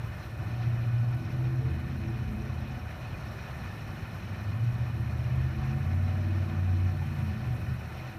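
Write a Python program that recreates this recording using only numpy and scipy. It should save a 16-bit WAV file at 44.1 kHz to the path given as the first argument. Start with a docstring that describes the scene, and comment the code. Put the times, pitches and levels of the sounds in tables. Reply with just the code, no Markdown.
"""An eight-cylinder pickup revs up twice on a flooded crossing in heavy rain, taken from a sheltered window above.
Its exhaust is sines on multiples of the engine cycle, with a band of noise for rasp; its spray is ringing bubbles.
Close by, short noise bursts tick and decaying sines plop; near rain is hiss grained with narrow bands of noise.
Running water is hiss mixed with bubbles. Further off a bus idles on two low sines, a thin whine hangs in the hiss,
and traffic rumbles as lumpy noise. A single microphone in the window recess colours it all."""
import sys
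import numpy as np
from scipy import signal
from scipy.fft import rfft, irfft, next_fast_len
from scipy.io import wavfile

SR = 44100
rng = np.random.default_rng(int(sys.argv[2]) if len(sys.argv) > 2 else 0)


def log_audio(samples):
    """Write samples as a 16-bit WAV file to the path given in sys.argv[1]."""
    # one column per channel
    frames = np.atleast_2d(samples).T
    # limit to full scale, then quantise
    limited = np.clip(frames, -1, 1)
    pcm = np.round(limited * 32767).astype(np.int16)
    wavfile.write(sys.argv[1], SR, pcm)


N = 360738   # samples

# All source levels are those ahead of the recess and microphone colour.
# Pickup engine speed: time_s, engine cycles per s
ENGINE_SPEED = [(0, 14.3), (.4, 14.4), (.6, 14.75), (1.0, 14.8), (1.4, 15.85), (1.75, 16.1), (2.1, 16.65),
                (2.7, 16.25), (3.3, 14.3), (4.0, 12.9), (4.45, 13.1), (4.7, 15.0), (4.9, 15.5), (5.1, 15.8),
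                (5.65, 16.35), (6.03, 18.4), (6.33, 18.9), (6.6, 18.3), (6.9, 18.45), (7.1, 17.95),
                (7.33, 17.5), (7.48, 15.2), (7.7, 15.8), (8.18, 15.7)]
# Strong exhaust tones: time_s, order_8_db (the firing), order_5_db, order_7_db, before dips and flutter
STRONG_TONES = [(0, -39.5, -46, -43), (.3, -54, -48, -58), (.42, -39.5, -50, -34), (.66, -29.5, -44, -49),
                (1.15, -28, -55, -41), (1.45, -29.5, -50, -40), (1.68, -29, -41, -41),
                (1.83, -41, -38.5, -62), (2.1, -38.5, -45, -36), (2.3, -43, -42, -36.5),
                (2.6, -37.5, -44, -43), (2.95, -67, -45, -52), (3.9, -50, -54, -56), (4.2, -41, -54, -49),
                (4.45, -37.5, -49, -38), (4.62, -28.5, -59, -40), (4.8, -31, -41, -40),
                (5.03, -35.5, -36.5, -36), (5.4, -28.5, -34.5, -39), (5.73, -30.5, -34.5, -44),
                (5.95, -39, -28, -38), (6.25, -45, -30, -39.5), (6.5, -36.5, -29.5, -46),
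                (6.8, -42, -26.5, -63), (7.0, -38, -30.5, -39), (7.15, -32.5, -37.5, -41),
                (7.27, -46, -30, -40), (7.42, -34, -35, -47), (7.52, -27, -38, -38), (7.7, -31, -39, -42),
                (7.9, -53, -45, -46.5), (8.05, -41.5, -50, -59), (8.18, -59, -46, -55)]
# Brief dips of those tones: centre_s, order_8_loss_db, order_5_loss_db, order_7_loss_db
TONE_DIPS = [(.82, 2, 6, 0), (1.25, 18, 6, 0), (5.54, 9, 3, 0), (5.68, 0.5, 10, 0), (6.34, 9, 2, 0),
             (6.48, 2, 4, 0), (7.08, 6, 4, 0), (7.36, 25, 8, 8), (7.62, 26, 0, 0)]
# Weaker engine orders, set by the uneven firing of the two banks: multiples of the cycle rate
WEAK_ORDERS = [4, 6, 9, 10, 11, 12, 13, 14, 15, 16, 17, 18, 20, 21, 23, 24, 26, 28]
# Relative strength of each weaker order: level_db
WEAK_ORDER_DB = [-6.5, -3.5, -3.5, 0, -5, -2.5, 1, -9, -1, 0, -8, 0, -2, -1, -4, -6, 0, 0]
# Drive of the weaker orders into the pipe: time_s, lower_db, middle_db, upper_db
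PIPE_DRIVE = [(0, -63, -64, -61), (.7, -51, -49, -54), (1.0, -52.5, -54, -55), (1.3, -43.5, -51, -50.5),
              (1.5, -44.5, -62, -57), (1.7, -50.5, -56, -48.5), (2.0, -40, -49, -52), (2.15, -47, -52, -45),
              (2.27, -43, -42, -55.5), (2.45, -49, -47.5, -50), (2.7, -49, -48, -63),
              (2.9, -55.5, -64, -62), (4.0, -53.5, -60, -77), (4.6, -50, -53, -59), (4.85, -50, -50, -60),
              (5.1, -53, -44.5, -60), (5.3, -54, -58, -62), (5.5, -55, -48, -53), (5.7, -47, -44, -51.5),
              (6.0, -43.5, -44.5, -53.5), (6.35, -45, -43, -52), (6.75, -46.5, -43, -52),
              (7.1, -52, -54, -53), (7.2, -53, -45, -50), (7.35, -50, -43, -64), (7.55, -58, -58, -72),
              (7.7, -55, -44.5, -75), (7.85, -61, -62, -71), (8.18, -56, -51, -54)]
# Exhaust pipe resonances in three groups: centre_hz, width_hz, level_db
LOWER_RESONANCES = [(107, 47.6, 0), (150, 14, -12), (243, 26, -8)]
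MIDDLE_RESONANCES = [(214, 17, 0)]
UPPER_RESONANCES = [(329, 30, -2), (438, 26, -18)]
# Momentary swells of single weak orders: centre_s, half_length_s, order, gain_db
ORDER_SWELLS = [(1.5, .08, 21, 9), (1.6, .18, 28, 10), (2.36, .22, 26, 14), (2.28, .1, 13, 4),
                (2.1, .25, 15, 3), (6.3, .1, 17, 11), (6.33, .12, 11, 6), (6.42, .12, 18, 4)]
# Close ticking drops: start_s, level_db of the noise before its band filter
DROP_TICKS = [(0.3137, -59.5), (0.8719, -56), (1.1468, -52), (1.7981, -57), (1.9664, -53), (4.071, -57),
              (4.889, -57), (5.4144, -55), (7.7388, -49), (7.9737, -54)]
# Plops and pings of single drops: start_s, peak_db, pitch_hz, rise_s
DROP_PLOPS = [(.515, -57, 5240, .003), (.982, -57, 5250, .003), (2.081, -54, 5530, .003),
              (2.790, -56, 5500, .005), (3.055, -54, 2530, .004), (3.140, -52, 2460, .005),
              (3.285, -57, 5300, .003), (3.423, -56, 5690, .003), (3.601, -54, 4210, .003),
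              (3.804, -57, 5490, .003), (7.012, -45, 855, .008), (8.069, -66, 7230, .003)]
# Levels of the background layers: time_s, rumble_db, water_db, rain_db
BACKGROUND_LEVELS = [(0, -41, -47.5, -65.5), (.8, -39.5, -48, -67.5), (1.3, -42, -48, -68),
                     (1.7, -40, -49, -68), (2.3, -41, -48, -67), (2.7, -44, -48, -68),
                     (2.9, -45.5, -46.5, -66.5), (3.1, -39, -47, -66.5), (3.5, -44, -46, -65.5),
                     (3.9, -38, -47, -65.5), (4.4, -41.5, -47, -66.5), (4.8, -38.5, -48, -66.5),
                     (5.3, -41.5, -47.5, -67), (5.8, -47, -47.5, -66.5), (6.75, -42.5, -48, -67),
                     (7.2, -37.5, -46.5, -63.5), (7.36, -38, -47, -66.5), (7.55, -36.5, -47.5, -65),
                     (7.75, -39.5, -47.5, -66.5), (7.93, -43, -46.5, -65.5), (8.05, -41, -46.5, -66.5),
                     (8.18, -44, -48.5, -66)]
# Spectrum of rain on near surfaces: frequency_hz, relative density (dB per Hz)
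RAIN_SPECTRUM = [(3820, -26), (6500, -7.5), (7830, -7.5), (9330, -2.5), (10300, -6), (11100, -4),
                 (13000, -0.5), (15000, -6.5)]
# Spectrum of running water and far rain: frequency_hz, relative density (dB per Hz)
WATER_SPECTRUM = [(220, -16.5), (380, -2.5), (476, -5), (727, -2), (1030, -5), (1460, -2.5), (1620, 1.5),
                  (1760, -5.5), (2260, -10.5), (2470, -10), (3250, -19), (4120, -14), (4790, -19),
                  (5560, -17), (7500, -41), (9750, -74), (16500, -120)]
# Idling bus further off: time_s, low_tone_db, octave_db, before flutter
BUS_TONES = [(0, -51, -73), (1.3, -52, -64), (1.5, -51, -43), (2.6, -45, -60), (3.1, -48, -63),
             (4.6, -68, -55), (5.4, -44, -68), (7, -51, -48), (7.5, -60, -37), (8.18, -58, -78)]
# Thin whine: time_s, pitch_hz, level_db, octave_db, before flutter
WHINE_TONES = [(0, 736, -75, -58), (.6, 741, -57.5, -63.5), (.9, 742, -61.5, -57.5), (1.3, 743, -64, -61),
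               (1.8, 743, -61, -63), (3, 742, -62.5, -75), (4, 748, -65, -79), (5.3, 746, -64, -63),
               (5.75, 748, -57, -64), (6.15, 745.7, -56, -60), (6.3, 744, -64, -61), (6.5, 747, -56, -65),
               (6.8, 742, -59, -67), (7.4, 748.5, -61.5, -63), (8.18, 758, -60, -66)]
# Spectrum of traffic rumble: frequency_hz, relative density (dB per Hz)
RUMBLE_SPECTRUM = [(15, -64), (27, -19), (40, -4.5), (62, -11.5), (80, 2.5), (110, 1.5), (150, 0),
                   (185, -5.5), (225, -10.5), (265, -18.5), (290, -15.5), (340, -14.5), (400, -26.5),
                   (480, -32.5), (700, -61)]
# Resonances and dips of the window recess and microphone: centre_hz, width_hz, gain_db
RECESS_COLOUR = [(614, 107, 5.5), (1796, 88, 7.5), (2503, 150, 8.5), (2980, 76, 7), (1605, 126, -11),
                 (3550, 190, -0.5), (4716, 500, -8.5), (10300, 460, -5.5)]

DIP_S = 0.057   # half length of a dip, to 1/e of its depth
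# The further a strong tone is below the steady level, the more it flutters, between two limits
STEADY_DB, FLUTTER_PER_DB, FLUTTER_LEAST_DB, FLUTTER_MOST_DB = -33, 0.3, 1.6, 3.5
ORDER_WAVER_DB, ORDER_WAVER_HZ = 3.4, 9   # level waver of the weaker orders
ORDER_BLUR = 0.003                        # pitch blur, as a fraction
RASP_S, RASP_HALF_S, RASP_DB, RASP_HZ, RASP_WIDTH_HZ = 6.19, 0.4, -62, 618, 52
WAKE_S, WAKE_RISE_S, WAKE_FALL_S, WAKE_DB = 5.72, 0.62, 0.98, -55.5
WAKE_LOW_HZ, WAKE_HIGH_HZ = 1010, 2320
BUS_HZ = 59
CUTOFF_HZ = 15240


def strong_tones(cycle_hz):
    """The firing tone and two strong orders are sines at fixed multiples of the cycle rate."""
    t = np.arange(N) / SR
    levels = np.array(in_time(STRONG_TONES))
    for s, *lost_db in TONE_DIPS:
        levels -= np.outer(lost_db, np.exp(-np.square((t - s) / DIP_S)))
    firing_db, fifth_db, seventh_db = levels
    out = np.zeros(N)
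    for order, db in ((5, fifth_db), (7, seventh_db), (8, firing_db)):
        flutter_db = np.clip(FLUTTER_PER_DB * (STEADY_DB - db), FLUTTER_LEAST_DB, FLUTTER_MOST_DB)
        out += from_db(db + flutter_db * drift(5.4)) * sine(order * cycle_hz)
    return out


def weak_orders(cycle_hz):
    """Weaker orders waver, and swell as their pitch crosses an exhaust pipe resonance."""
    t = np.arange(N) / SR
    lower, middle, upper = from_db(in_time(PIPE_DRIVE))
    out = np.zeros(N)
    for order, order_db in zip(WEAK_ORDERS, WEAK_ORDER_DB):
        hz = order * cycle_hz
        pipe = lower * resonances(LOWER_RESONANCES, hz)
        pipe += middle * resonances(MIDDLE_RESONANCES, hz)
        pipe += upper * resonances(UPPER_RESONANCES, hz)
        db = order_db + ORDER_WAVER_DB * drift(ORDER_WAVER_HZ)
        for s, half_s, swelling_order, gain_db in ORDER_SWELLS:
            if swelling_order == order:
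                db = db + gain_db * np.exp(-np.square((t - s) / half_s))
        blurred_hz = hz * (1 + ORDER_BLUR * drift(4.86))   # each order's pitch blurs slightly
        out += pipe * from_db(db) * sine(blurred_hz)
    return out


def resonances(modes, hz):
    """Gain of steep-sided resonances at a moving pitch."""
    gain = 0
    for centre_hz, width_hz, db in modes:
        offset = (hz - centre_hz) / (width_hz / 2)
        gain = gain + from_db(db) / np.sqrt(1 + offset ** 4)
    return gain


def pickup():
    """All engine orders ride on one moving cycle rate, so they rise and fall together in pitch."""
    cycle_hz, = in_time(ENGINE_SPEED)
    return strong_tones(cycle_hz) + weak_orders(cycle_hz)


def rasp():
    """Noise in one exhaust resonance swells at the top of the revs."""
    swell = np.exp(-np.square((np.arange(N) / SR - RASP_S) / RASP_HALF_S))
    edges_hz = [RASP_HZ - RASP_WIDTH_HZ / 2, RASP_HZ + RASP_WIDTH_HZ / 2]
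    band = signal.butter(2, edges_hz, "band", fs=SR, output="sos")
    noise = rms_one(signal.sosfilt(band, rng.standard_normal(N)))
    return from_db(RASP_DB) * swell * noise


def wake():
    """Spray thrown up by the pickup: dense splashes of ringing bubbles swell and fade."""
    late_s = np.arange(N) / SR - WAKE_S
    swell = np.exp(-np.square(late_s / np.where(late_s < 0, WAKE_RISE_S, WAKE_FALL_S)))
    spray = struck_resonators(2500, WAKE_LOW_HZ, WAKE_HIGH_HZ, cycles=42.0, count=12)
    return from_db(WAKE_DB) * swell * spray


def drops():
    """Close drops: ticks are bright noise bursts of a few ms, plops are short rings."""
    out, t = np.zeros(N), np.arange(round(0.08 * SR)) / SR
    bright = signal.butter(2, [9000, 14500], "band", fs=SR, output="sos")
    for s, db in DROP_TICKS:
        i = round(s * SR)
        burst = signal.sosfilt(bright, rng.standard_normal(len(t)))
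        out[i:i + len(t)] += from_db(db) * burst * np.exp(-t / 0.003)
    for s, db, hz, rise_s in DROP_PLOPS:
        i = round(s * SR)
        envelope = t / rise_s * np.exp(1 - t / rise_s)   # reaches 1 after rise_s
        out[i:i + len(t)] += from_db(db) * np.sin(2 * np.pi * hz * t) * envelope
    return out


def near_rain(level_db):
    """Rain on near surfaces: hiss grained with narrow bands of noise."""
    grain = struck_resonators(500, 9300.0, 15000.0, cycles=65.0, count=8)
    hiss = rng.standard_normal(N) + 0.18 * grain
    hiss = patchy(hiss, 4400.0, count=4, shared_db=-0.4, own_db=1.46, rate=32)
    return from_db(level_db) * shaped(hiss, RAIN_SPECTRUM)


def running_water(level_db):
    """Running water and far rain: hiss mixed with ringing bubbles, mostly lower ones."""
    bubbles = struck_resonators(1500, 903.7, 6970.0, cycles=160.0, count=44)
    water = rng.standard_normal(N) + 0.31 * bubbles
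    water = patchy(water, 324.4, count=10, shared_db=-0.42, own_db=1.62, rate=13.7)
    return from_db(level_db) * shaped(water, WATER_SPECTRUM)   # the spectrum favours the lower bubbles


def struck_resonators(per_s, low_hz, high_hz, cycles, count):
    """Random impacts strike resonators, spread between two limits, that fall 60 dB in some cycles; rms 1."""
    hits = spatter(per_s, spread_db=2.0)
    dealt = rng.integers(0, count, N)   # which resonator each impact strikes
    out = np.zeros(N)
    for k, hz in enumerate(np.geomspace(low_hz, high_hz, count)):
        r, w = from_db(-60 * hz / (cycles * SR)), 2 * np.pi * hz / SR
        band = signal.lfilter([0, 1], [1, -2 * r * np.cos(w), r * r], hits * (dealt == k) + 1e-18)
        out += rms_one(band) * np.sqrt(hz)
    return rms_one(out)


def spatter(per_s, spread_db):
    """Random impacts of uneven size and either sign; rms 1."""
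    sizes = from_db(spread_db * np.minimum(rng.exponential(1, N), 5)) * rng.choice([-1, 1], N)
    return rms_one(sizes * (rng.random(N) < per_s / SR))


def bus():
    """Low tones of an idling diesel, a fundamental and its octave, come and go further off."""
    low_db, octave_db = in_time(BUS_TONES)
    hz = BUS_HZ * (1 + 0.015 * drift(5.8))
    low = from_db(low_db + 2.9 * drift(10.0)) * sine(hz)
    octave = from_db(octave_db + 0.47 * drift(3.3)) * sine(2 * hz)
    return low + octave


def whine():
    """A thin tone and its octave, slightly unsteady in pitch and level."""
    hz, db, octave_db = in_time(WHINE_TONES)
    hz = hz * (1 + 0.001 * drift(6.0))
    tone = from_db(db + 3.2 * drift(14.0)) * sine(hz)
    octave = from_db(octave_db + 3.3 * drift(6.9)) * sine(2 * hz)
    return tone + octave


def traffic_rumble(level_db):
    """Traffic rumble: low noise whose bands swell unevenly."""
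    noise = rng.standard_normal(N)
    lumpy = patchy(noise, 26.5, count=9, shared_db=-0.5, own_db=2.5, rate=5.5)
    return from_db(level_db) * shaped(lumpy, RUMBLE_SPECTRUM)


def from_db(db):
    """Amplitude ratio of a level in dB."""
    return 10 ** (np.asarray(db) / 20)


def rms_one(x):
    """Scales x to rms 1."""
    return x / np.sqrt(np.mean(x ** 2) + 1e-20)


def in_time(rows):
    """Draws straight lines between the rows of a table whose first column is time_s."""
    s, *columns = np.transpose(rows)
    return [np.interp(np.arange(N) / SR, s, column) for column in columns]


def drift(rate):
    """Slow chance: noise at every 40th sample through a double one-pole low-pass at rate Hz; rms 1."""
    r = np.exp(-80 * np.pi * rate / SR)
    noise = rng.standard_normal(N // 40 + 2002)
    slow = signal.lfilter([1], [1, -2 * r, r * r], noise)[2000:]   # drop the filter's settling
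    return np.interp(np.arange(N) / 40, np.arange(len(slow)), rms_one(slow))


def sine(hz):
    """A sine of rms 1 on a pitch curve, from a chance phase."""
    return np.sqrt(2) * np.sin(2 * np.pi * (np.cumsum(hz) / SR + rng.random()))


def filtered(x, db_at):
    """Weights the spectrum of x by a dB function of Hz."""
    size = next_fast_len(N)
    hz = np.maximum(np.arange(size // 2 + 1) * SR / size, 1)
    return irfft(rfft(x, size) * from_db(db_at(hz)), size)[:N]


def shaped(x, spectrum):
    """Colours x by a spectrum table, interpolated over log frequency; rms 1."""
    hz, db = np.transpose(spectrum)
    return rms_one(filtered(x, lambda at: np.interp(np.log(at), np.log(hz), db)))


def patchy(x, low_hz, count, shared_db, own_db, rate):
    """Splits x into half-octave bands that swell partly together, partly alone."""
    edges = low_hz * 2 ** (np.arange(count + 1) / 2)
    together = drift(rate)
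    out = np.zeros(N)
    for pair in zip(edges, edges[1:]):
        band = signal.sosfilt(signal.butter(1, pair, "band", fs=SR, output="sos"), x)
        out += band * from_db(shared_db * together + own_db * drift(rate))
    return out


def scene():
    """Everything sums at one microphone."""
    rumble_db, water_db, rain_db = in_time(BACKGROUND_LEVELS)
    crossing = pickup() + rasp() + wake()
    rain_and_water = drops() + near_rain(rain_db) + running_water(water_db)
    distance = bus() + whine() + traffic_rumble(rumble_db)
    return (crossing + rain_and_water + distance)[None]


def recess_db(at_hz):
    """Summed peaks and dips in dB of the window recess and the microphone."""
    return sum(db / (1 + ((at_hz - hz) / (width_hz / 2)) ** 2) for hz, width_hz, db in RECESS_COLOUR)


def record(dry):
    """The recess and microphone colour the sound, then a steep low-pass cuts the top."""
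    coloured = filtered(dry[0], recess_db)
    low_pass = signal.ellip(11, 0.5, 56, CUTOFF_HZ, fs=SR, output="sos")   # 0.5 dB ripple, 56 dB stop
    return signal.sosfilt(low_pass, coloured)[None]


dry = scene()
out = record(dry)
log_audio(out)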